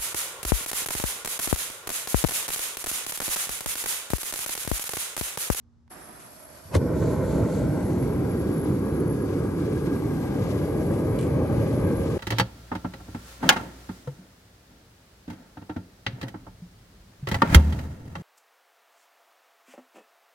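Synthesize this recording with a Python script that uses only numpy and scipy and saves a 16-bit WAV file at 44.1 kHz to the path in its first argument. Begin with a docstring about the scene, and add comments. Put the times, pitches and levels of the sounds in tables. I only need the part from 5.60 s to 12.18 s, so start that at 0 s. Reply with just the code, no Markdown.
"""A small propane furnace on a concrete drive, heard through a hand-held stereo microphone.
Over a low outdoor rumble and hum a trigger clicks; then gas hisses with a thin whistle and a hand torch rushes.
The mixture flares up with a pop: gusts of filtered noise and two low booms. Then the burner roars, as noise
shaped by the pot's resonances, and air rushes into its tube. Echoes off the holder's chest sweep as the microphone
is drawn in and held out again. Handling adds gritty scuffs, and near the end small metal parts tick."""
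import sys
import numpy as np
from scipy import signal
from scipy.fft import rfft, irfft
from scipy.io import wavfile
from scipy.ndimage import uniform_filter1d

SR = 44100
rng = np.random.default_rng(int(sys.argv[2]) if len(sys.argv) > 2 else 0)


def log_audio(samples):
    """Write samples as a 16-bit WAV file to the path given in sys.argv[1]."""
    # one column per channel
    frames = np.atleast_2d(samples).T
    # limit to full scale, then quantise
    limited = np.clip(frames, -1, 1)
    pcm = np.round(limited * 32767).astype(np.int16)
    wavfile.write(sys.argv[1], SR, pcm)


N = 290178
HOP = 512  # samples between noise frames
TIME = np.arange(N) / SR
FRAMES = np.arange(N // HOP + 5)[:, None] * HOP / SR
HZ = np.fft.rfftfreq(2048, 1 / SR)
SOUND_M_PER_S = 343

# Colour tables give only the balance between pitches; a separate level sets the loudness.
# outdoor rumble, its colour: [f/Hz, level/dB per Hz]
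YARD = [(30, 4), (50, -5), (75, 3.5), (140, -12), (220, -14), (330, -23), (600, -29), (1200, -30.5),
        (2400, -44), (6000, -43)]
YARD_DB = -58.5
# tones of the distant hum before it sinks: [f/Hz, level/dB]
HUM = [(75.4, -70), (118.4, -67.5), (177.6, -76), (236.9, -64.5)]
HUM_SINKS_AT_S, HUM_SINK_DB = 0.4, 5

# the torch's trigger click: (t/s, level/dB, decay/s)
TRIGGER = (.279, -58, .0022)
# its colour: [f/Hz, level/dB per Hz]
TRIGGER_COLOUR = [(500, -6), (950, 0), (1400, -11), (2000, -3), (3000, -20), (6000, -32)]

# colour of the gas jet's hiss: [f/Hz, level/dB per Hz]
JET = [(1000, -37), (2200, -2), (3600, -1.5), (4600, -1), (5500, -1), (6300, -0.5), (7800, -1), (9000, 4.5),
       (9900, 0), (10700, 8.5), (11500, 7), (12100, 0.5), (12600, -34)]
# narrow resonances in the hiss: [f/Hz, width/Hz, lift/dB]
JET_PEAKS = [(4540, 90, 6), (5550, 240, 3.5), (9600, 500, 2.5)]
# the hiss sinks once for a moment: (t/s, depth/dB, half length/s)
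JET_DIP = (3.57, 1.9, 0.21)
GAS_ON_S = 0.306
# rise and fall of the orifice's whistle, before trim and waver: [t/s, level/dB]
WHISTLE_LEVEL = [(.47, -51), (.7, -58), (.85, -51), (1.0, -66.5), (1.35, -70), (1.6, -58), (2.1, -61),
                 (2.3, -53), (2.6, -57.5), (2.96, -49.5), (3.15, -53.5), (3.6, -52), (3.8, -59),
                 (4.15, -64), (4.3, -60), (4.6, -67), (5.2, -52.5), (5.55, -56.5), (5.8, -61), (6.3, -51),
                 (6.58, -61)]
WHISTLE_HZ, WHISTLE_WIDTH_HZ = 11185, 85  # width: from the peak to 6 dB down
# likeness of left and right in the hiss: [f/Hz, coherence]
HISS_SAME = [(200, .7), (1000, 0.38), (3000, .05), (8000, .1), (9000, 0.2), (9700, 1), (13000, .99)]
# treble shift between the microphone's two ports: [f/Hz, left lead/rad]
PORT_PHASE = [(8700, 0), (9400, -2.2), (10100, -3.1), (10700, -3.7), (11200, -4.65), (11700, -5.9),
              (12100, -6.28)]

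# colour of the torch flame: [f/Hz, level/dB per Hz]
TORCH = [(71, -27), (120, -8), (141, -3), (330, -3), (456, -7), (740, -0.5), (820, -7), (1170, -5.5),
         (1520, -7.5), (1810, -8), (1980, -12), (2400, -15), (3700, -27), (5500, -31), (8800, -100)]
# the torch nozzle's faint singing: [f/Hz, width/Hz, lift/dB]
NOZZLE = [(4750, 350, 8), (5500, 390, 12)]
# the flame's bounce off the concrete, shifting as the torch is moved: [t/s, delay/s]
TORCH_ECHO = [(.5, 0.00257), (.9, 0.00326)]
TORCH_ECHO_SHARE = 0.076
# the torch starts loud and fades as it is turned into the pot
TORCH_START_DB, TORCH_FADE_DB_PER_S, TORCH_TURN_S = -46, 12, 0.49
# colour of the torch jet grazing the rim: [f/Hz, level/dB per Hz]
GRAZE = [(2500, -7), (4300, 2), (5300, -5.5), (6200, -1.5), (7100, 0), (8500, -4), (11000, -13),
         (12500, -7)]
# its passes over the rim: [t/s, level/dB, half length/s]
PASSES = [(1.468, -51, 0.086), (1.733, -51.5, 0.07), (1.95, -51.5, 0.069), (2.293, -58, 0.16)]

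# scuffs of handling: [t/s, level/dB, decay/s]
SCUFFS = [(0.597, -53, 0.043), (5.335, -50, 0.032), (5.59, -46, 0.033), (5.63, -52, .03)]
# colour of the scuffs: [f/Hz, level/dB per Hz]
GRIT = [(1200, -4), (2600, 10), (4000, 0), (5500, -1), (7500, 4), (9000, 3), (11000, -4), (12500, -16)]

# gusts of the igniting flame front: [t/s, level/dB, half length/s, centre f/Hz, spread/octaves]
FLARE = [(1.07, -43.5, 0.012, 110, 0.48), (1.115, -42, 0.016, 139, 1.1), (1.14, -33, 0.015, 202, 1.4),
         (1.156, -36.5, 0.014, 1500, 2), (1.145, -31, 0.0033, 254, 1.4), (1.152, -27, 0.0051, 1120, 0.59),
         (1.152, -30, 0.0019, 2900, 1.25), (1.157, -13.5, 0.0022, 356, 0.41),
         (1.166, -40, 0.0037, 3500, 1.4), (1.168, -21.5, 0.012, 206, 0.96)]
# the expanding gas shoves the air, then the pot booms: [t/s, peak level/dB, half length/s, f/Hz]
BOOMS = [(1.147, -16.5, .0028, 110), (1.175, -12.0, .011, 91)]

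# colour of air drawn into the burner tube: [f/Hz, level/dB per Hz]
INTAKE = [(1800, 4), (2800, 3), (3800, 1), (4600, -0.5), (4900, 0), (5400, -2.5), (6300, -1.5), (8000, -8)]
# rise and fall of that air, before trim and flutter: [t/s, level/dB]
INTAKE_LEVEL = [(1.4, -82), (1.9, -69), (2.85, -60.5), (3.45, -65.5), (3.7, -59.5), (3.9, -63.5),
                (4.1, -57), (4.5, -60), (4.75, -57), (4.9, -54), (5.1, -59), (5.8, -64.5), (6.05, -55.5),
                (6.25, -61), (6.55, -54)]
# how far the microphone is held from the chest: [t/s, distance/m]
REACH = [(1.75, 0.3), (2.03, 0.21), (2.3, 0.18), (2.6, 0.11), (4.2, 0.11), (4.7, 0.18), (5.02, 0.303),
         (5.78, 0.28), (6.55, 0.29)]

# colour of the burner roar from the pot's mouth: [f/Hz, level/dB per Hz]
ROAR = [(30, -38), (48, -32), (64, -3), (120, 2.5), (210, -1), (330, -1.34), (510, -7.5), (610, -11.5),
        (690, -19), (1150, -26.5), (1400, -27), (1800, -30.5), (2250, -33.5), (2700, -43), (3600, -47)]
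LIT_S, ROAR_AT_1M_DB = 1.188, -23.5  # when the burner catches, and its level
# likeness of left and right in the roar: [f/Hz, coherence]
ROAR_SAME = [(120, 1), (250, 0.94), (500, 0.81), (700, 0.48), (1000, 0.98), (1500, 0.98), (1850, 0.88),
             (2300, 0.81), (3500, 0.58)]
# resonances of the pot's cavity, and the hollows between them: [f/Hz, width/Hz, lift/dB]
CAVITY = [(107, 31, 0.5), (239, 28, -1.5), (289, 22, 3), (385, 39, 0.5), (536, 89, 3), (596, 43, -2.5),
          (802, 106, 4.5), (1200, 220, 4), (1813, 87, -11), (2350, 140, 2.2)]
# the resonances start flat by this share and rise as the pot's gas heats
COLD_FLAT_SHARE, WARMING_S = 0.064, 2.5
# two hollows from bounces that shift as the microphone moves
# the lower hollow: [t/s, f/Hz, depth/dB]
LOW_HOLLOW = [(1.86, 750, 27), (2.36, 720, 2.1), (4.39, 700, 1.5), (5.18, 716, 2.7), (6.5, 695, 9.6)]
# the higher hollow: [t/s, f/Hz, depth/dB]
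HIGH_HOLLOW = [(1.52, 1190, 9.3), (2.41, 1180, 6.1), (3.54, 1350, 1.3), (4.64, 1355, 4.6),
               (6.19, 1410, 6.2)]
LOW_WIDTH_HZ, HIGH_WIDTH_HZ = 27, 62
# the sharpest resonance drifts and swells as the flame moves: [t/s, f/Hz, lift/dB]
TOP_RING = [(1.3, 1520, 5), (1.9, 1540, 2.3), (2.5, 1630, 2.8), (3.6, 1655, 8.5), (4.2, 1630, 10.5),
            (4.55, 1594, 10.5), (5.1, 1650, 4.4), (6.5, 1580, 6.2)]
TOP_RING_WIDTH_HZ = 70
# how far the microphone is from the pot's mouth: [t/s, distance/m]
DISTANCE = [(1.29, 0.99), (1.73, 0.9), (3.08, 1.23), (4.51, 1.285), (5.05, 1.06), (5.4, 1.04), (5.77, 0.92),
            (6.28, 0.89), (6.58, 1.1)]
# colour change by the open mouth for each halving of distance: [f/Hz, lift/dB]
MOUTH = [(200, 4.5), (430, -3), (590, 10), (820, 3), (1100, 0), (2500, 5.5)]
# the torch bottle throws the roar into the right port until it is taken away: [f/Hz, lift/dB]
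BOTTLE = [(300, 2), (450, -1.5), (620, 3.5), (770, 10), (950, 7), (1400, 6), (2000, -2.5)]
BOTTLE_GONE_S = 2.18  # middle of its leaving
# the young flame sputters with extra flutter until it settles
SPUTTER_DB, SETTLING_S = 1.36, 1.2

# ticks of small metal parts in the hand: [t/s, level/dB, tilt/dB per octave]
TICKS = [(5.5889, -34, 0.5), (5.612, -39, 4.5), (5.627, -39.5, 1)]
# how the parts ring, before each tick's level and tilt: [f/Hz, level/dB, time to fall 60 dB/s]
TICK_MODES = [(2380, -11, .06), (2930, -6, 0.029), (3450, -9.5, 0.023), (4000, -4.5, 0.016),
              (8667, -7, 0.02), (9900, -17, .035), (11100, -12, .025)]


def amp(db):
    """Turns decibels into a plain multiplier."""
    return 10 ** (np.asarray(db) / 20)


def unit(x):
    """Scales a signal to an rms of 1."""
    return x / np.sqrt(np.mean(x ** 2) + 1e-20)


def colour(points, hz=HZ):
    """Reads a table along a log-frequency axis."""
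    f, value = np.transpose(points)
    return np.interp(np.log(hz + 1), np.log(f + 1), value)


def band(points):
    """A spectrum in dB that falls 20 dB per octave beyond its ends."""
    nearest = np.clip(HZ + 1, points[0][0], points[-1][0])
    octaves_outside = abs(np.log2((HZ + 1) / nearest))
    return colour(points) - 20 * octaves_outside


def peaks(modes, hz=HZ):
    """The lift in dB of a set of resonances; each width spans half the lift."""
    return sum(db / (1 + (2 * (hz - centre) / width) ** 2) for centre, width, db in modes)


def curve(rows, t=TIME, column=1):
    """Reads one column of a table along time."""
    rows = np.asarray(rows)
    return np.interp(t, rows[:, 0], rows[:, column])


def opening(s, ramp_s):
    """Rises from 0 to 1 around time s."""
    return np.clip((TIME - s) / ramp_s + .5, 0, 1)


def swell(s, half_s):
    """A smooth rise and fall around time s."""
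    return np.exp(-.5 * ((TIME - s) / half_s) ** 2)


def burst(s, decay_s):
    """A sharp start at time s that dies away."""
    return (TIME > s) * np.exp(-np.maximum(TIME - s, 0) / decay_s)


def eddies(rate_hz):
    """Smooth random motion up to about a given rate, rms 1."""
    f = np.fft.rfftfreq(N, 1 / SR)
    slow_pass = (f > 2) / (1 + (f / rate_hz) ** 4)
    return unit(irfft(rfft(rng.standard_normal(N)) * slow_pass, N))


def patches(frames, bins):
    """A random field over time and frequency, rms 1, smoothed over some frames and frequency bins."""
    field = rng.standard_normal((len(FRAMES), len(HZ)))
    field = uniform_filter1d(field, size=frames, axis=0)
    return unit(uniform_filter1d(field, size=bins, axis=1))


def noise(shape_db, same, pan_db=0, lead_s=0, paths=1):
    """Stereo noise with a colour, left-right likeness, balance (plus is left), left lead and echo paths."""
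    a, b, c, d = rng.standard_normal((4, len(FRAMES), len(HZ)), dtype=np.float32)
    same = np.clip(same, -1, 1)
    left = a + 1j * b
    right = same * left + np.sqrt(1 - same ** 2) * (c + 1j * d)
    right = right * np.exp(-2j * np.pi * HZ * lead_s)
    gain = amp(shape_db)
    gain = gain / np.linalg.norm(gain, axis=-1, keepdims=True)  # the colour alone never changes loudness
    spectrum = np.array([left * amp(pan_db / 2), right * amp(-pan_db / 2)]) * paths * gain
    sound = signal.istft(spectrum, nperseg=4 * HOP, noverlap=3 * HOP, time_axis=1, freq_axis=2)[1]
    return unit(sound[:, :N])


def yard():
    """Low outdoor rumble is coloured noise; a distant hum is steady tones that sink in level."""
    hum = sum(amp(db) * np.sqrt(2) * np.sin(2 * np.pi * (hz * TIME + rng.random())) for hz, db in HUM)
    rumble = amp(YARD_DB) * noise(band(YARD), 0.35)
    return rumble + hum * amp(-HUM_SINK_DB * opening(HUM_SINKS_AT_S, .2))


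def trigger():
    """The torch's trigger makes one small dry click, a very short burst of noise."""
    s, db, decay_s = TRIGGER
    return amp(db) * burst(s, decay_s) * noise(band(TRIGGER_COLOUR), 0.52, pan_db=-3)


def gas(hiss_db=-53.0, whistle_trim_db=-0.8, waver_db=2.5, ripple_db=3.6):
    """A gas jet makes broad noise and its orifice a narrow whistle; treble is shifted between the ports."""
    lead_s = colour(PORT_PHASE) / (2 * np.pi * (HZ + 1))
    # balance of the hiss: (f/Hz, left over right/dB)
    lean_db = colour([(3500, 1.0), (5500, 5.5), (6800, 4.0), (8000, 0.0), (8800, -2.5), (9600, 0.0)])
    hiss_shape_db = band(JET) + peaks(JET_PEAKS) + ripple_db * patches(frames=50, bins=6)
    hiss = noise(hiss_shape_db, colour(HISS_SAME), lean_db, lead_s)
    dip_s, dip_db, dip_half_s = JET_DIP
    flutter_db = .8 * eddies(12)
    hiss *= amp(hiss_db - dip_db * swell(dip_s, dip_half_s) + flutter_db)
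    peak_db = -20 * np.log10(1 + ((HZ - WHISTLE_HZ) / WHISTLE_WIDTH_HZ) ** 2)
    whistle = noise(peak_db, 0.98, 0.65, lead_s)
    whistle *= amp(curve(WHISTLE_LEVEL) + whistle_trim_db + waver_db * eddies(9.0))
    return (hiss + whistle) * opening(GAS_ON_S, 0.019)


def furnace_colour():
    """The pot's resonances rise as its gas warms, and bounces cut two moving hollows into them (dB)."""
    flat = COLD_FLAT_SHARE * np.exp(-np.maximum(FRAMES - LIT_S, 0) / WARMING_S)
    hollows_db = 0
    for rows, width_hz in ((LOW_HOLLOW, LOW_WIDTH_HZ), (HIGH_HOLLOW, HIGH_WIDTH_HZ)):
        depth_db = curve(rows, FRAMES, column=2)
        hollows_db = hollows_db + depth_db * np.exp(-.5 * ((HZ - curve(rows, FRAMES)) / width_hz) ** 2)
    return peaks(CAVITY, HZ / (1 - flat)) - hollows_db


def torch(flutter_db=1.0, dulling_db_per_s=9, pot_db=-57, pot_hz=620, pot_width_hz=35, pot_share=0.35):
    """Flame noise on the right dulls and sounds the pot as it turns in; passes over the rim sizzle."""
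    turning_s = np.clip(FRAMES - GAS_ON_S, 0, TORCH_TURN_S)
    # treble takes more of the dulling: (f/Hz, share)
    dull_db = dulling_db_per_s * turning_s * colour([(1200, 0.18), (2800, 0.65)])
    pot_colour_db = pot_share * (turning_s / TORCH_TURN_S) ** 2 * furnace_colour()
    shape_db = band(TORCH) + peaks(NOZZLE) - dull_db + pot_colour_db
    bounce = 1 + TORCH_ECHO_SHARE * np.exp(-2j * np.pi * HZ * curve(TORCH_ECHO, FRAMES))
    # left-right likeness: (f/Hz, coherence)
    same = colour([(200, 0.96), (700, 0.25), (3000, 0.24)])
    flame = noise(shape_db, same, pan_db=-4.5, lead_s=-0.00008, paths=bounce)
    fade_db = TORCH_FADE_DB_PER_S * np.clip(TIME - GAS_ON_S, 0, TORCH_TURN_S)
    flame *= amp(TORCH_START_DB - fade_db + flutter_db * eddies(56.0)) * opening(GAS_ON_S, 0.015)
    pot_shape_db = -20 * np.log10(1 + ((HZ - pot_hz) / pot_width_hz) ** 2)
    pot = noise(pot_shape_db, 1.0, pan_db=-17) * amp(pot_db) * opening(0.7, 0.24)
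    # balance of the sizzle: (f/Hz, left over right/dB)
    graze = noise(band(GRAZE), 0.77, pan_db=colour([(4500, 0.84), (6800, 14), (9000, 1)]))
    graze *= sum(amp(db) * swell(s, half_s) for s, db, half_s in PASSES)
    return (flame + pot) * (1 - opening(1.9, 0.48)) + graze


def handling():
    """Rubbing hands make short gritty scuffs: noise with a sharp start."""
    envelope = sum(amp(db) * burst(s, decay_s) for s, db, decay_s in SCUFFS)
    return envelope * noise(band(GRIT), 0.43, pan_db=3)


def ignition(apart=0.33, echo_share=.45, echo_ms=1.96):
    """The flame front runs through the pot in gusts of noise and sets the cavity booming."""
    hz = np.fft.rfftfreq(N, 1 / SR) + 1
    gusts = np.zeros((2, N))
    echo = 1 + echo_share * np.exp(-2j * np.pi * hz * echo_ms / 1000)
    for s, db, half_s, centre_hz, spread in FLARE:
        shape = echo * np.exp(-.5 * (np.log2(hz / centre_hz) / spread) ** 2)
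        window = swell(s, half_s)
        mid, side = irfft(rfft(rng.standard_normal((2, N))) * shape, N) * window
        gust = unit(np.array([mid + apart * side, mid - apart * side]))
        gusts += amp(db) * np.sqrt(np.mean(window ** 2)) * gust
    booms = sum(amp(db) * swell(s, half_s) * np.cos(2 * np.pi * boom_hz * (TIME - s))
                for s, db, half_s, boom_hz in BOOMS)
    return gusts + booms


def body_echo(left_share=0.11, right_share=0.23, near_extra_m=0.036, far_extra_m=0.062, size_hz=110,
              left_notch_db=6, right_notch_db=11.0, notch_octaves=0.13):
    """Chest echoes carve notches that sweep up as the microphone draws in; up close the lowest is deep."""
    right_m = curve(REACH, FRAMES)
    left_m = right_m + np.interp(right_m, [.09, .34], [near_extra_m, far_extra_m])
    bounced = HZ / np.hypot(HZ, size_hz)  # the body reflects deep bass poorly
    paths = []
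    for share, notch_db, m in ((left_share, left_notch_db, left_m), (right_share, right_notch_db, right_m)):
        echo = share * bounced * np.exp(-2j * np.pi * HZ * 2 * m / SOUND_M_PER_S)
        # lowest notch: the chest is a quarter wavelength away
        notch = np.exp(-.5 * (np.log2((HZ + 1) * 4 * m / SOUND_M_PER_S) / notch_octaves) ** 2)
        close = np.interp(m, [.19, .27], [1, 0])
        paths.append((1 + echo) * amp(-notch_db * close * notch))
    return np.array(paths)


def intake(trim_db=4.5, flutter_db=1.5):
    """Once the burner draws, air rushing in at the tube makes fluttering noise on the left."""
    rush = noise(band(INTAKE), 0.52, pan_db=5.5, lead_s=0.00015, paths=body_echo())
    level_db = curve(INTAKE_LEVEL) + trim_db + flutter_db * eddies(33)
    return rush * amp(level_db) * opening(LIT_S, .1)


def flame_shifts(patchy_db=0.72):
    """The flame wanders: upper ridges come and go, and the sharpest resonance drifts (dB)."""
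    ring_lift_db = curve(TOP_RING, FRAMES, column=2)
    ring_db = peaks([(curve(TOP_RING, FRAMES), TOP_RING_WIDTH_HZ, ring_lift_db)])
    ridges_db = patchy_db * patches(frames=12, bins=5) * np.clip(HZ / 600, 0, 1) ** 2
    return ridges_db + ring_db


def roar(flutter_db=1.0, spit_db=0.45, surge_db=.5, bottle_lead_ms=0.021, lead_ms=0.1, leaving_s=1.0,
         dull_start_db=5, brighten_s=0.13):
    """Turbulent burning fills the pot's resonances and soon brightens; nearer is louder and fuller."""
    dull_db = dull_start_db * np.exp(-np.maximum(FRAMES - LIT_S, 0) / brighten_s)
    dull_db = dull_db * np.clip(HZ / 1000 - 1, 0, 1)
    mouth_db = -np.log2(curve(DISTANCE, FRAMES)) * colour(MOUTH)
    shape_db = band(ROAR) + furnace_colour() + flame_shifts() - dull_db + mouth_db
    bottle = np.clip((BOTTLE_GONE_S - FRAMES) / leaving_s + .5, 0, 1)
    thrown_db = bottle * colour(BOTTLE)
    # balance without the bottle: (f/Hz, left over right/dB)
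    lean_db = colour([(120, 0.1), (400, -0.5), (540, -0.5), (720, 5.0), (1150, 6.5), (1700, 1.5), (2500, -1.0)])
    lead_s = (lead_ms + bottle * (bottle_lead_ms - lead_ms)) / 1000
    flame = noise(shape_db + 0.52 * thrown_db, colour(ROAR_SAME), lean_db - thrown_db, lead_s, body_echo())
    bass = signal.sosfiltfilt(signal.butter(2, 650, fs=SR, output="sos"), flame)
    treble = flame - bass
    gusts = eddies(195)  # the same eddies shake bass and treble
    sputter_db = SPUTTER_DB * burst(LIT_S, SETTLING_S) * eddies(40)
    flame = bass * amp(flutter_db * gusts) + treble * amp(spit_db * gusts + sputter_db)
    level = amp(ROAR_AT_1M_DB + surge_db * eddies(6.6)) / curve(DISTANCE)
    return flame * level * opening(LIT_S, 0.032)


def ticks(snap_db=-2, snap_s=.001, tilt_pivot_hz=5000):
    """Small metal parts knock: a snap of noise and a short ring, brighter or duller with each blow."""
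    out = np.zeros((2, N))
    for s, db, tilt_db in TICKS:
        t = TIME[:N - round(s * SR)]
        ring = 0
        for hz, mode_db, t60_s in TICK_MODES:
            level_db = mode_db + tilt_db * np.log2(hz / tilt_pivot_hz) - 60 * t / t60_s
            phase = rng.random() + 0.23 * rng.random((2, 1))  # slightly apart in the two ears
            ring = ring + amp(level_db) * np.sin(2 * np.pi * (hz * t + phase))
        snap = amp(snap_db) * np.exp(-t / snap_s) * rng.standard_normal((2, len(t)))
        out[:, -len(t):] += amp(db) * (ring + snap)
    return out


def scene():
    """Adds up all the sounds, in the order they first appear."""
    before = yard() + trigger() + gas() + torch() + handling()
    return before + ignition() + intake() + roar() + ticks()


def record(dry, low_cut_hz=42, ceiling=.29, top_hz=12600):
    """Cuts the deepest rumble, rounds off the loudest peaks and removes the highest treble."""
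    dry = signal.sosfiltfilt(signal.butter(3, low_cut_hz, "highpass", fs=SR, output="sos"), dry)
    held = dry / (1 + (dry / ceiling) ** 8) ** (1 / 8)
    low_pass = signal.firwin(301, top_hz, window=("kaiser", 8), fs=SR)
    return signal.oaconvolve(held, low_pass[None], "same")


dry = scene()
out = record(dry)
log_audio(out)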